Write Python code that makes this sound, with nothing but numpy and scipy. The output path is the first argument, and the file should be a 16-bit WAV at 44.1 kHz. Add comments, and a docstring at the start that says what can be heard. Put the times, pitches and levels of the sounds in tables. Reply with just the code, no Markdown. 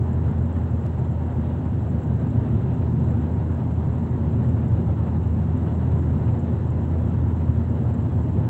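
"""The deep boom inside a car at steady speed in a tunnel: the road shakes the body, and the cabin rings.
The engine drones on one low tone. Tyre roar bounces off the tunnel walls and comes in through the
glass, and the tread sings softly. Loose trim rattles near a small microphone on the windscreen.
A thin hiss lies under it all, and two dry clicks sound early on."""
import sys
import numpy as np
from scipy import signal
from scipy.fft import rfft, irfft
from scipy.io import wavfile
from scipy.ndimage import uniform_filter1d

SR = 44100
rng = np.random.default_rng(int(sys.argv[2]) if len(sys.argv) > 2 else 0)


def persist_wave(psi):
    """Save psi, clipped to +-1, as 16-bit WAV."""
    counts = np.round(np.clip(psi, -1, 1) * 32767).astype(np.int16)
    wavfile.write(sys.argv[1], SR, np.atleast_2d(counts).T)


N = 374409

# The tone colour of the hiss. Each row: frequency in Hz, relative level in dB.
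HISS_COLOUR = [(3500, -19.5), (4500, -8.5), (5500, -7.5), (6600, -5), (7450, -5.5), (7900, -5.5),
               (8400, -6.5), (8900, -21.5), (9800, -29), (11900, -25), (15560, -23), (15620, -1),
               (15730, -3.5), (15780, -21.5)]
# Dry clicks. Each row: time in seconds, strength in dB before filtering.
CLICKS = [(.8655, -22), (1.481, -44)]
# The short, bright tones that colour each tick of the rattle.
# Each row: pitch in Hz, relative level in dB, seconds to fade by 60 dB.
TICK_TONES = [(6950, -6, .010), (7450, 0, .013), (8000, -6, .010), (3000, -8, .008)]
# The louder ticks of the trim. Each row: start in seconds, peak level in dB.
TRIM_TICKS = [(0.128, -53), (0.5262, -57), (2.0298, -55), (2.2992, -58), (3.1048, -56), (4.4902, -52),
              (4.6794, -58), (5.1632, -58), (5.271, -58), (5.5713, -55), (6.3907, -54), (6.7029, -54),
              (7.0983, -57), (7.9384, -54)]
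# Moments when the tread sings louder. Each row: middle in seconds, half-length in seconds, lift in dB.
TREAD_LIFTS = [(3.05, .35, 7), (7.6, .25, 5.5)]
# The tyre roar as it comes through body and glass. Each row: frequency in Hz, relative level in dB.
ROAR_COLOUR = [(250, -21.5), (400, -3), (487, 0), (618, -3), (700, -4.5), (960, -7), (1120, -13.5),
               (1500, -17), (1900, -22), (2350, -30), (2800, -28.5), (3500, -35), (4000, -36.5),
               (4600, -47), (6000, -63.5)]
# The revs sag a little, then recover. Each row: time in seconds, engine firings per second.
ENGINE_REVS = [(0, 83.8), (.7, 83.3), (1.1, 82.1), (2.3, 81.5), (3.1, 82.3), (5.0, 83.0), (8.49, 83.4)]
# A rougher road booms louder. Each row: time in seconds, level of the boom in dB.
ROAD_ROUGHNESS = [(0, -23), (.8, -24.5), (2.2, -22.5), (3.05, -21.5), (3.6, -23.5), (4.7, -20.5),
                  (5.3, -22), (6.2, -21), (6.7, -23), (8.49, -22.5)]
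# Where the cabin's air and panels ring. Each row: pitch in Hz, width in Hz, relative level in dB.
CABIN_RESONANCES = [(44, 12, -26), (61, 5.2, -17.5), (76.4, 9.7, -10.5), (89, 42, -8), (109.2, 11, 1),
                    (124.5, 23, -1), (153.6, 12, -4), (169.6, 20, -7), (193, 12, -11), (216.7, 34, -10),
                    (232.3, 20, -9), (253, 12.3, -8.5), (289, 88, -18), (335.2, 16, -16.5),
                    (372.4, 38, -18.5), (418.4, 19, -23)]


def gain_of(db):
    """Turns decibels into a number to multiply by."""
    return 10 ** (np.asarray(db) / 20)


def unit_level(x):
    """Scales a signal so that its average level (rms) is 1."""
    return x / np.sqrt(np.mean(x ** 2) + 1e-20)


def curve(rows):
    """Joins rows of time and value with straight lines, giving a value for every sample."""
    times, values = np.transpose(rows)
    return np.interp(np.arange(N) / SR, times, values)


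def drift(per_s):
    """A smooth random wobble of level 1 that changes about per_s times a second."""
    span = max(int(SR / per_s), 1)
    return unit_level(uniform_filter1d(uniform_filter1d(rng.standard_normal(N), span), span))


def coloured_noise(colour, patchy_db, size=1024):
    """Noise with a given tone colour, in which patches of pitch grow a little louder and softer."""
    hop = size // 4
    hz = np.fft.rfftfreq(size, 1 / SR)
    real, imag, patches = rng.standard_normal((N // hop + 5, len(hz), 3)).T
    patches = unit_level(uniform_filter1d(uniform_filter1d(patches, 10, axis=0), 10, axis=1))
    row_hz, row_db = np.transpose(colour)
    colour_db = np.interp(np.log(hz + 1), np.log(row_hz + 1), row_db)[:, None]
    spectra = (real + 1j * imag) * gain_of(colour_db + patchy_db * patches)
    return unit_level(signal.istft(spectra, nperseg=size, noverlap=size - hop)[1][:N])


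def hiss():
    """A thin hiss, with a faint narrow band at the very top of the treble."""
    level_db = -73 + .5 * drift(per_s=15)
    return gain_of(level_db) * coloured_noise(HISS_COLOUR, patchy_db=-0.9)


def clicks():
    """Sharp, dry clicks with no bass and a softened treble."""
    spikes = np.zeros(N)
    for start, db in CLICKS:
        spikes[round(start * SR)] = gain_of(db)
    dull = signal.sosfilt(signal.butter(1, 2200, "low", fs=SR, output="sos"), spikes)
    return signal.sosfilt(signal.butter(2, 1300, "high", fs=SR, output="sos"), .92 * dull + .08 * spikes)


def trim_rattle(rattle_db=-76, base_knocks_per_s=1100):
    """Loose trim makes tiny knocks and a few louder ticks, all coloured by the same short, bright tones."""
    t = np.arange(1200) / SR
    tones = sum(gain_of(db - 60 * t / fade_s) * np.cos(2 * np.pi * hz * t + phase)
                for phase, (hz, db, fade_s) in enumerate(TICK_TONES))
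    tones *= np.sin(np.pi / 2 * np.minimum(t / .0012, 1)) ** 2  # soft plastic gives a gentle start
    clumps = gain_of(np.clip(6.3 * drift(per_s=35), -6, 6))  # bumps bunch the knocks together
    strength = gain_of(5.2 * np.minimum(rng.exponential(1, N), 4)) * rng.choice([-1., 1.], N)
    knocks = strength * (rng.random(N) < clumps * base_knocks_per_s / SR)
    rattle = gain_of(rattle_db) * unit_level(signal.oaconvolve(knocks, tones)[:N])
    chatter_shape = signal.windows.tukey(400, .3) * np.exp(-np.arange(400) / 250)
    for start, db in TRIM_TICKS:
        chatter = rng.standard_normal(400) * chatter_shape
        tick = np.convolve(chatter, tones)
        at = round(start * SR)
        rattle[at:at + len(tick)] += gain_of(db) * tick / abs(tick).max()
    return rattle


def tread_song(pitch_hz=937, width_hz=110, base_db=-58, waver_db=2):
    """The tread blocks meet the road and sing: a narrow band of noise whose level slowly wavers."""
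    hz, t = np.fft.rfftfreq(N, 1 / SR), np.arange(N) / SR
    band = 1 / (1 + (2 * (hz - pitch_hz) / width_hz) ** 2)
    lift_db = sum(db * np.exp(-((t - middle) / half) ** 2) for middle, half, db in TREAD_LIFTS)
    level_db = base_db + lift_db + waver_db * drift(per_s=2.6)
    return gain_of(level_db) * unit_level(irfft(rfft(rng.standard_normal(N)) * band, N))


def tyre_roar(average_db=-40, road_share=0.33):
    """Tyre noise, made dense by the tunnel walls, flutters slightly and grows on rougher road."""
    road_db = curve(ROAD_ROUGHNESS)
    level_db = average_db + road_share * (road_db - road_db.mean()) + drift(per_s=56)
    return gain_of(level_db) * coloured_noise(ROAR_COLOUR, patchy_db=0.95)


def engine_drone(cruise_hz=83, cruise_db=-26, db_per_hz=1.5):
    """The engine's firings blend into one clean tone that gets higher and louder with the revs."""
    firing_hz = curve(ENGINE_REVS)
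    level_db = cruise_db + db_per_hz * (firing_hz - cruise_hz) + 0.88 * drift(per_s=2.5)
    phase = 2 * np.pi * np.cumsum(firing_hz) / SR
    return np.sqrt(2) * gain_of(level_db) * np.sin(phase)


def cabin_boom():
    """The rough road shakes the body, and the cabin picks out the pitches at which it rings."""
    hz = np.fft.rfftfreq(N, 1 / SR)
    shake = rng.standard_normal(N) * gain_of(0.73 * drift(per_s=45))
    # Each resonance is applied twice, which narrows it; then their powers are added.
    power = sum(gain_of(db) ** 2 / (1 + (2 * (hz - pitch) / width) ** 2) ** 2
                for pitch, width, db in CABIN_RESONANCES)
    boom = unit_level(irfft(rfft(shake) * np.sqrt(power), N))
    return gain_of(curve(ROAD_ROUGHNESS)) * boom


def scene():
    """All the sounds add up at one microphone."""
    mix = engine_drone() + cabin_boom() + tyre_roar() + tread_song() + hiss() + trim_rattle() + clicks()
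    return mix[None]


def record(dry):
    """The microphone drops the lowest bass, its amplifier rounds the peaks, and the top treble is cut."""
    lowest_hz, highest_hz, peak_limit = 42, 15860, 0.86
    less_bass = signal.sosfilt(signal.butter(3, lowest_hz, "high", fs=SR, output="sos"), dry)
    rounded = peak_limit * np.tanh(less_bass / peak_limit)
    treble_cut = signal.firwin(2047, highest_hz, window=("kaiser", 9), fs=SR)
    return signal.oaconvolve(rounded, treble_cut[None], "same")


dry = scene()
out = record(dry)
persist_wave(out)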